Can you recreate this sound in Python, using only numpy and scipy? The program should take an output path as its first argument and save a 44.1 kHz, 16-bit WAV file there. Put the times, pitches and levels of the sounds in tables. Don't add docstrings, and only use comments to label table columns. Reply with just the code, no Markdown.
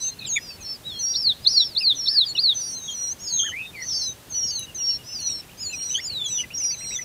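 import sys
import numpy as np
from scipy import signal
from scipy.fft import rfft, irfft
from scipy.io import wavfile
from scipy.ndimage import map_coordinates

SR = 44100
rng = np.random.default_rng(int(sys.argv[2]) if len(sys.argv) > 2 else 0)


def transcribe(signal):
    frames = np.atleast_2d(signal).T
    limited = np.clip(frames, -1, 1)
    pcm = np.round(limited * 32767).astype(np.int16)
    wavfile.write(sys.argv[1], SR, pcm)


N = 310464
T = np.arange(N) / SR

# (start [s], end [s],
# upper voice: pitch [Hz], glide [Hz], scoop [Hz], flick [Hz], level [dB], loudest [0-1],
# lower voice: pitch [Hz], glide [Hz], bow [Hz], level [dB], loudest [0-1])
HELD_SQUEALS = [(0.0, 0.109, 6170, 356, -68, -70, -26.5, 0.67, 3930, -350, 64, -38, 0),
                (0.262, 0.38, 6310, 2132, 2260, -500, -25.5, 0.73, 3990, -1820, -340, -36, 0.96),
                (0.606, 0.768, 5355, 653, 1426, -1100, -34, 0.76, 4450, 500, 247, -42, 0.53),
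                (0.99, 1.234, 5607, -300, 541, -140, -24.5, 0.2, 4680, 500, 197, -36.5, 0.53),
                (1.471, 1.679, 5540, -200, 420, -26, -25.5, 0.77, 4530, 600, -5, -36, 0.15),
                (1.949, 2.187, 5433, -440, 592, -10, -29, 0.26, 4450, 500, 200, -40, 0.7),
                (2.541, 2.753, 5720, -1040, 137, 600, -29, 0.1, 4550, 106, 450.5, -44, 0.63),
                (2.901, 3.134, 5780, -410, 1050, 1028, -26.5, 1, 4270, -90, 152, -40.5, 0.73),
                (3.867, 4.067, 5450, 260, 842, -420, -27, 0.12, 4440, 629, -150, -41, 0.76),
                (4.318, 4.513, 5625, -540, 404, 202, -24, 0.35, 4430, -100, 163, -40, 0.09),
                (4.747, 4.977, 5600, -190, 641, 6, -23.5, 0.66, 4550, 340, 483, -41, 0.95),
                (5.215, 5.413, 5630, -700, 364, 232, -28.5, 0.35, 4400, -250, 424.5, -38.5, 0.1),
                (5.724, 5.994, 5770, 547, 468, 960, -28, 0.81, 4194, -920, 850, -40.5, 0.5),
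                (6.241, 6.431, 5886, 1016, 1727, -800, -26.5, 0.81, 3724, -1150, 202, -37.5, 0.73),
                (6.577, 6.759, 5700, -140, 658, 770, -24.5, 0.42, 5100, -1270, 600, -36, 0.72),
                (6.758, 6.987, 5620, -160, 660, 1300, -32, 0.88, 4150, -540, 502, -37.5, 1)]
# (start [s], end [s], climb [s],
# then for the upper and the lower voice: crest [Hz], final pitch [Hz], level [dB], loudest [0-1])
FALLING_SQUEALS = [(0.389, 0.568, 0.054, 5850, 5300, -48, 0.65, 5130, 4470, -42, 0.66),
                   (0.851, 1, 0.024, 5090, 5600, -54, 0.94, 3920, 3190, -33.5, 0.26),
                   (2.616, 2.939, 0.033, 5820, 6430, -36, 0.45, 5000, 3580, -40.5, 0.39),
                   (3.206, 3.523, 0.025, 6700, 6380, -32, 0.56, 5670, 2905, -35, 0.37),
                   (3.819, 4.134, 0.04, 6120, 6150, -33, 0.9, 6060, 3800, -32, 0.73),
                   (4.414, 4.659, 0.03, 6360, 6190, -33.5, 0.62, 5690, 3780, -31.5, 0.57),
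                   (5.052, 5.34, 0.081, 6130, 5660, -35, 0.9, 5390, 3817, -35.5, 0.42),
                   (5.59, 5.729, 0.034, 6820, 7130, -33.5, 0.62, 5200, 4050, -33.5, 0.52),
                   (6.013, 6.297, 0.019, 7300, 7200, -59, 0.3, 5580, 3253, -28, 0.88)]
# (start [s], end [s], pitch [Hz], glide [Hz], bow [Hz], level [dB], loudest [0-1])
CHIRPS = [(0.0, 0.145, 4250, -440, -270, -43.5, 0.87), (0.199, 0.265, 2450, -130, 0, -37, 0.2),
          (0.351, 0.392, 3530, -300, 4, -28.5, 0.2), (0.356, 0.391, 2176, -700, 0, -20, 0.26),
          (0.897, 1.032, 4300, -70, 2, -39.5, 0.73), (1.418, 1.455, 5000, 440, 260, -47, 0.78),
          (1.669, 1.766, 4670, -1750, -29, -42, 0), (1.804, 1.842, 2570, -120, -50, -27, 0.15),
          (2.098, 2.194, 1660, 0, -120, -46.5, 0.56), (2.248, 2.335, 4450, -610, -400, -29.5, 0.42),
          (2.273, 2.321, 7070, 200, -180, -38, 0.58), (2.345, 2.387, 5630, -190, 160, -34, 0.67),
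          (2.35, 2.389, 2820, -370, 40, -24.5, 0.12), (2.806, 2.95, 5770, 0, 2, -47, 0.8),
          (2.876, 2.945, 3290, -170, -40, -28.5, 0.1), (3.27, 3.402, 4370, -1620, -350, -37.5, 0.04),
          (3.317, 3.44, 6460, -120, -5, -20.5, 0.2), (3.385, 3.53, 3158, -260, 0, -25.5, 0.16),
          (3.431, 3.5, 1716, 20, 418, -37, 0.5), (3.514, 3.676, 2500, 800, 320, -30.5, 0.28),
          (3.621, 3.714, 3610, 93, 44, -40.5, 0.65), (3.731, 3.854, 2172, -660, -35, -35, 0.5),
          (3.746, 3.945, 4440, -46, -170, -45, 0.75), (3.825, 3.9, 5480, 650, 100, -48, 0.8),
          (4.295, 4.335, 6425, -250, 28, -34, 0.7), (4.857, 4.975, 4130, 70, 165, -46, 0.7),
          (5.719, 5.757, 2475, -320, -67, -29, 0.76), (5.936, 6.001, 3203, 645, -38, -25.5, 0.3),
          (5.975, 6.009, 1900, 650, -20, -30, 0.9), (6.029, 6.083, 6910, 1000, 160, -29.5, 0.76),
          (6.376, 6.43, 2860, -150, 3, -24.5, 0.35), (6.434, 6.453, 2030, 40, 100, -32, 0.6),
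          (6.535, 6.592, 5740, -100, 463, -28.5, 0.2), (6.957, 7.045, 6010, -610, 288, -33, 0.62),
          (6.987, 7.005, 1966, -17, -20, -25.5, 0.5)]
# (start [s], end [s], upper voice's swing [Hz], flutter rate [Hz], throb [dB])
FLUTTERS = [(0, 0.105, 80, 98.4, 0.5), (0.185, 0.316, 50, 112.7, 1.5), (.36, 0.406, 93, 137, 2.5),
            (1.796, 1.831, 163, 64.5, 0.5), (3.385, 3.534, 75, 194.3, 2), (3.53, 3.86, 39.7, 159, 2.5),
            (5.887, 6.02, 90, 125.6, 2.2), (6.36, 6.427, 89.5, 135, 1.8), (6.715, 6.75, 70, 138, 1),
            (6.89, 7.003, 65, 124.8, 1.5)]
# (start [s], end [s], octave gain [dB])
GAPES = [(0, .1, -11.5), (2.594, 2.746, -2.5), (2.96, 3.135, -9), (5.29, 5.413, -9.5), (5.73, 5.946, -4.5),
         (6.283, 6.36, -3.5), (6.61, 6.678, -1.5), (6.782, 6.961, -3)]
# (pitch [Hz], gain [dB])
SQUEAL_COLOUR = [(2000, -0.15), (3000, -1.05), (3900, 1), (4600, 2.5), (5100, 2.5), (5700, 1.07),
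                 (6500, 1.4), (7200, -0.9)]
# (start [s], length [s], top pitch [Hz], last pitch [Hz], level [dB], effort change [dB])
WHISTLES = [(1.135, 0.19, 5520, 3330, -16.5, 5.5), (1.448, 0.19, 5380, 3323, -13, -5),
            (1.75, 0.18, 5220, 3290, -14.5, 0.5), (2.057, .19, 5350, 3264, -13, -3),
            (2.362, 0.17, 4853, 3295, -13.5, 2.5)]
WHISTLE_ARCH = [(0, .48), (.055, 0.048), (.135, .44), (.25, .87), (.31, 1), (.37, 1), (.43, .87),
                (.65, .54), (.85, 0.27), (1, 0.0064)]
# (frequency [Hz], gain [dB])
WHISTLE_RESONANCES = [(3300, -10.5), (3500, -8.5), (3850, -0.5), (4050, -4.5), (4250, 0.5), (4420, -3),
                      (4750, -10), (5200, -14.5), (5500, -9.5)]
# (start [s], end [s], pitch [Hz], glide [Hz], bow [Hz], level [dB], loudest [0-1])
TWITTERS = [(0.187, 0.25, 3880, -500, -200, -39, 0.47), (0.239, 0.289, 3594, -1000, 457, -30, 0),
            (1.945, 1.983, 3410, -750, 0, -35.5, 0), (3.89, 3.944, 3470, -600, 0, -43, .5)]
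# (time [s], level [dB], pitch [Hz])
TICKS = [(4.593, -25, 10640), (5.203, -36, 10700), (5.213, -37, 9900)]
# (start [s], end [s], chip spacing [s])
TRILL_BOUTS = [(.048, .72, .0885), (4.345, 4.72, .081), (4.785, 7.02, .1011)]
# (time [s], top pitch [Hz], level [dB])
TRILL_COURSE = [(.05, 2830, -49), (.3, 2870, -63), (.57, 2670, -51.5), (.68, 2720, -61),
                (4.34, 3105, -53.5), (4.7, 2948, -45.5), (5.4, 3025, -54.5), (5.9, 3023, -49.5),
                (6.5, 2986, -48), (6.8, 2690, -45.5)]
# (time from onset [s], drop below top if slurred [Hz], drop if arched [Hz], level [dB])
CHIP_SHAPE = [(0, 5, 713, 2.5), (.009, 32, 258, -0.5), (0.021, 110, 3, 0.5), (.033, 157, 145, -4),
              (0.046, 230, 640, -2.5)]
# (time [s], arch [0-1])
CHIP_ARCHING = [(4.85, 0), (5.35, 1)]
# (frequency [Hz], relative spectral level [dB])
AIR_SPECTRUM = [(25, -9), (50, -0.5), (98, 5.5), (346, -4), (494, -5.5), (627, -7), (1220, -11.5),
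                (1750, -11.5), (2170, -13.5), (3030, -11.5), (4770, -14.5), (15000, -18.5)]

WAVER_HZ, SWAY_HZ, SWAY_DB = 32, 48, 1.2
RASP_HZ = 75
SCOOP_S, FLICK_S = .035, .025
LEAD_S, LEAD_DB = .018, -9.5
ONSET_SHARE, SLIDE_EASE = .89, 1.9
CATCH_SPACING_HZ, CATCH_STRENGTH = 520, .55
SWELL_DB, FADE_DB, EDGE_DB, EDGE_S = 10, 9, 7.5, 0.0062
WHISTLE_ATTACK_S, WHISTLE_ATTACK_DB = 0.026, -15
PEEP_COUNT, PEEP_SPAN_S, PEEP_RANGE_HZ = 11, (5.68, 6.92), (2900, 5300)
PEEP_S, PEEP_GLIDE_HZ, PEEP_BOW_HZ, PEEP_DB = 0.078, 600, 246, -51
AIR_DB, CUTOFF_HZ = -46.5, 15500


def nestlings():
    bend = WAVER_HZ * wander(75)
    throb_db = SWAY_DB * wander(45)
    bend += SWAY_HZ * wander(36)
    phase_drift = 1.3 * wander(50)
    rasp = RASP_HZ * wander(480)
    for start, end, swing, rate, depth_db in FLUTTERS:
        forced = gate(start, end)
        cycle = np.sin(2 * np.pi * rate * (T - start) + phase_drift)
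        bend += forced * (swing * cycle + min(depth_db / 2, 1) * rasp)
        throb_db += forced * depth_db * cycle
    upper, lower = squeal_notes()
    high, high_octave = voice(upper, jitter_hz=28.6, jitter_rate=240, shimmer_db=1.52, bend_hz=bend)
    low, low_octave = voice(lower, jitter_hz=26.7, jitter_rate=240, shimmer_db=2.5, bend_hz=.618 * bend)
    gape = undb(-27.5) + sum(gate(start, end, edge_s=0.0073) * undb(db) for start, end, db in GAPES)
    octaves = gape * band(low_octave, 5500, 9160) + undb(-38.5) * high_octave
    sum_tone = undb(15) * band(high * low, 6200, 8800)
    return (undb(0.5) * high + low + octaves + sum_tone) * undb(throb_db)


def squeal_notes():
    upper, lower = [], [bowed(*row) for row in CHIRPS]
    for start, end, *voices in HELD_SQUEALS:
        upper.append(held(start, end, *voices[:6]))
        lower.append(bowed(start, end, *voices[6:]))
    for start, end, climb, *voices in FALLING_SQUEALS:
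        upper.append(falling(start, end, climb, *voices[:4]))
        lower.append(falling(start, end, climb, *voices[4:]))
    return upper, lower


def held(start, end, hz, glide, scoop, flick, db, loudest):
    s, share = clock(start, end)
    onset = scoop * np.exp(-(s / SCOOP_S) ** 2)
    release = flick * np.exp((s - s[-1]) / FLICK_S)
    return sung(start, end, hz + glide * (share - .5) + onset + release, db, loudest)


def falling(start, end, climb, crest, final, db, loudest):
    s, _ = clock(start - LEAD_S, end)
    crest_s = LEAD_S + climb
    early = np.clip(1 - s / crest_s, 0, 1) ** 2
    past_crest = np.clip((s - crest_s) / (s[-1] - crest_s), 0, 1)
    slide = np.expm1(-SLIDE_EASE * past_crest) / np.expm1(-SLIDE_EASE)
    pitch = crest * (1 - (1 - ONSET_SHARE) * early) + (final - crest) * slide
    return sung(start - LEAD_S, end, pitch, db + LEAD_DB * early, loudest)


def bowed(start, end, hz, glide, bow, db, loudest):
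    _, share = clock(start, end)
    pitch = hz + glide * (share - .5) - bow * (2 * share - 1) ** 2
    return sung(start, end, pitch, db, loudest)


def sung(start, end, hz, db, loudest):
    s, share = clock(start, end)
    catch_phase = 2 * np.pi * hz / CATCH_SPACING_HZ + rng.uniform(0, 2 * np.pi)
    pitch = hz - CATCH_STRENGTH * CATCH_SPACING_HZ / (2 * np.pi) * np.sin(catch_phase)
    swell = np.interp(share, [0, np.clip(loudest, .02, .98), 1], [-SWELL_DB, 0, -FADE_DB])
    edges = EDGE_DB * (np.exp(-s / EDGE_S) + np.exp((s - s[-1]) / EDGE_S))
    return np.column_stack([start + s, pitch, db + swell - edges + lookup(pitch, SQUEAL_COLOUR)])


def voice(notes, jitter_hz, jitter_rate, shimmer_db, bend_hz=0, edge_s=.0018):
    tone, octave = np.zeros((2, N))
    bend = np.broadcast_to(bend_hz, N)
    for rows in notes:
        s, hz, db = np.transpose(rows)
        span = np.arange(max(0, int((s[0] - edge_s) * SR)), min(N, int((s[-1] + edge_s) * SR)))
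        t = T[span]
        pitch = np.interp(t, s, hz) + bend[span] + jitter_hz * wander(jitter_rate, len(t))
        level = np.interp(t, s, db) + shimmer_db * wander(110.2, len(t))
        ramp = np.clip(np.minimum(t - t[0], t[-1] - t) / (2 * edge_s), 0, 1)
        amplitude = np.sqrt(2) * np.sin(np.pi / 2 * ramp) ** 2 * undb(level)
        phase = 2 * np.pi * np.cumsum(pitch) / SR
        tone[span] += amplitude * np.sin(phase)
        octave[span] += amplitude * np.sin(2 * phase)
    return tone, octave


def whistles():
    notes = []
    for start, length, top, last, db, change_db in WHISTLES:
        s, share = clock(start, start + length)
        hz = last + (top - last) * lookup(share, WHISTLE_ARCH)
        attack = WHISTLE_ATTACK_DB * np.clip(1 - s / WHISTLE_ATTACK_S, 0, 1)
        level = db + attack + change_db * (share - .5) + lookup(hz, WHISTLE_RESONANCES)
        notes.append(np.column_stack([start + s, hz, level]))
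    tone, octave = voice(notes, jitter_hz=30.8, jitter_rate=300, shimmer_db=2.0)
    return tone + undb(-22.5) * band(octave, 9810, 10470)


def twitters():
    return voice([bowed(*row) for row in TWITTERS], jitter_hz=179, jitter_rate=410, shimmer_db=6.5)[0]


def peeps():
    notes = []
    for when, height, slope in rng.uniform(size=(PEEP_COUNT, 3)):
        start = np.interp(when, [0, 1], PEEP_SPAN_S)
        hz = np.interp(height, [0, 1], PEEP_RANGE_HZ)
        glide = PEEP_GLIDE_HZ * (2 * slope - 1)
        notes.append(bowed(start, start + PEEP_S, hz, glide, PEEP_BOW_HZ, PEEP_DB, loudest=.5))
    return voice(notes, jitter_hz=49.6, jitter_rate=240, shimmer_db=3.5)[0]


def ticks(decay_s=0.0036):
    out = np.zeros(N)
    for start, db, hz in TICKS:
        envelope = undb(db) * (T >= start) * np.exp(-np.abs(T - start) / decay_s)
        snap = envelope * rng.standard_normal(N)
        out += undb(12) * band(snap, 0.92 * hz, 1.024 * hz) + undb(-6) * band(snap, 4000, 16000)
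    return out


def far_trill():
    times, pitches, levels = np.transpose(TRILL_COURSE)
    offset, slur_drop, arch_drop, chip_db = np.transpose(CHIP_SHAPE)
    notes = []
    for start in np.concatenate([np.arange(*bout) for bout in TRILL_BOUTS]):
        arch = lookup(start, CHIP_ARCHING)
        hz = np.interp(start, times, pitches) - (1 - arch) * slur_drop - arch * arch_drop
        db = np.interp(start, times, levels) + chip_db
        notes.append(np.column_stack([start + offset, hz, db]))
    return voice(notes, jitter_hz=40, jitter_rate=275, shimmer_db=5.0)[0]


def foliage(x, near_db, near_t60, far_db, far_t60):
    t = T[:SR // 2]
    onset = np.clip(t / 0.005 - 1, 0, 1)
    response = 0
    for db, t60 in ((near_db, near_t60), (far_db, far_t60)):
        tail = rng.standard_normal(len(t)) * np.exp(-np.log(1000) * t / t60) * onset
        response += undb(db) * tail / np.linalg.norm(tail)
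    return signal.fftconvolve(x, response)[:N]


def air():
    hz, db = np.transpose(AIR_SPECTRUM)
    f = np.maximum(np.arange(N // 2 + 1) * SR / N, 1)
    shape = undb(np.interp(np.log(f), np.log(hz), db))
    noise = irfft(rfft(rng.standard_normal(N)) * shape, N)
    noise *= undb(AIR_DB) / np.std(noise)
    rumble = irfft(rfft(noise) / (1 + (f / 400) ** 2), N)
    lumps_db = 2.2 * wander(26)
    return noise + (undb(lumps_db) - 1) * rumble


def undb(db):
    return 10 ** (np.asarray(db) / 20)


def lookup(x, table):
    return np.interp(x, *np.transpose(table))


def clock(start, end):
    share = np.linspace(0, 1, 128)
    return share * (end - start), share


def wander(rate, size=N):
    place = np.arange(size) * rate / SR
    return map_coordinates(rng.standard_normal(4096), [place], order=3, mode="wrap")


def gate(start, end, edge_s=0.0015):
    return np.clip(np.minimum(T - start, end - T) / edge_s + .5, 0, 1)


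def band(x, lo_hz, hi_hz):
    return signal.sosfilt(signal.butter(2, [lo_hz, hi_hz], "band", fs=SR, output="sos"), x)


def scene():
    nest = nestlings() + peeps() + ticks()
    calls = whistles() + twitters()
    trill = far_trill()
    nest += foliage(nest, near_db=-19, near_t60=.05, far_db=-28, far_t60=.4)
    calls += foliage(calls, near_db=-13.5, near_t60=.035, far_db=-22.5, far_t60=.4)
    trill += foliage(trill, near_db=-9, near_t60=.06, far_db=-42, far_t60=.5)
    return (nest + calls + trill + air())[None]


def record(dry):
    return signal.sosfilt(signal.ellip(10, .1, 80, CUTOFF_HZ, fs=SR, output="sos"), dry)


dry = scene()
out = record(dry)
transcribe(out)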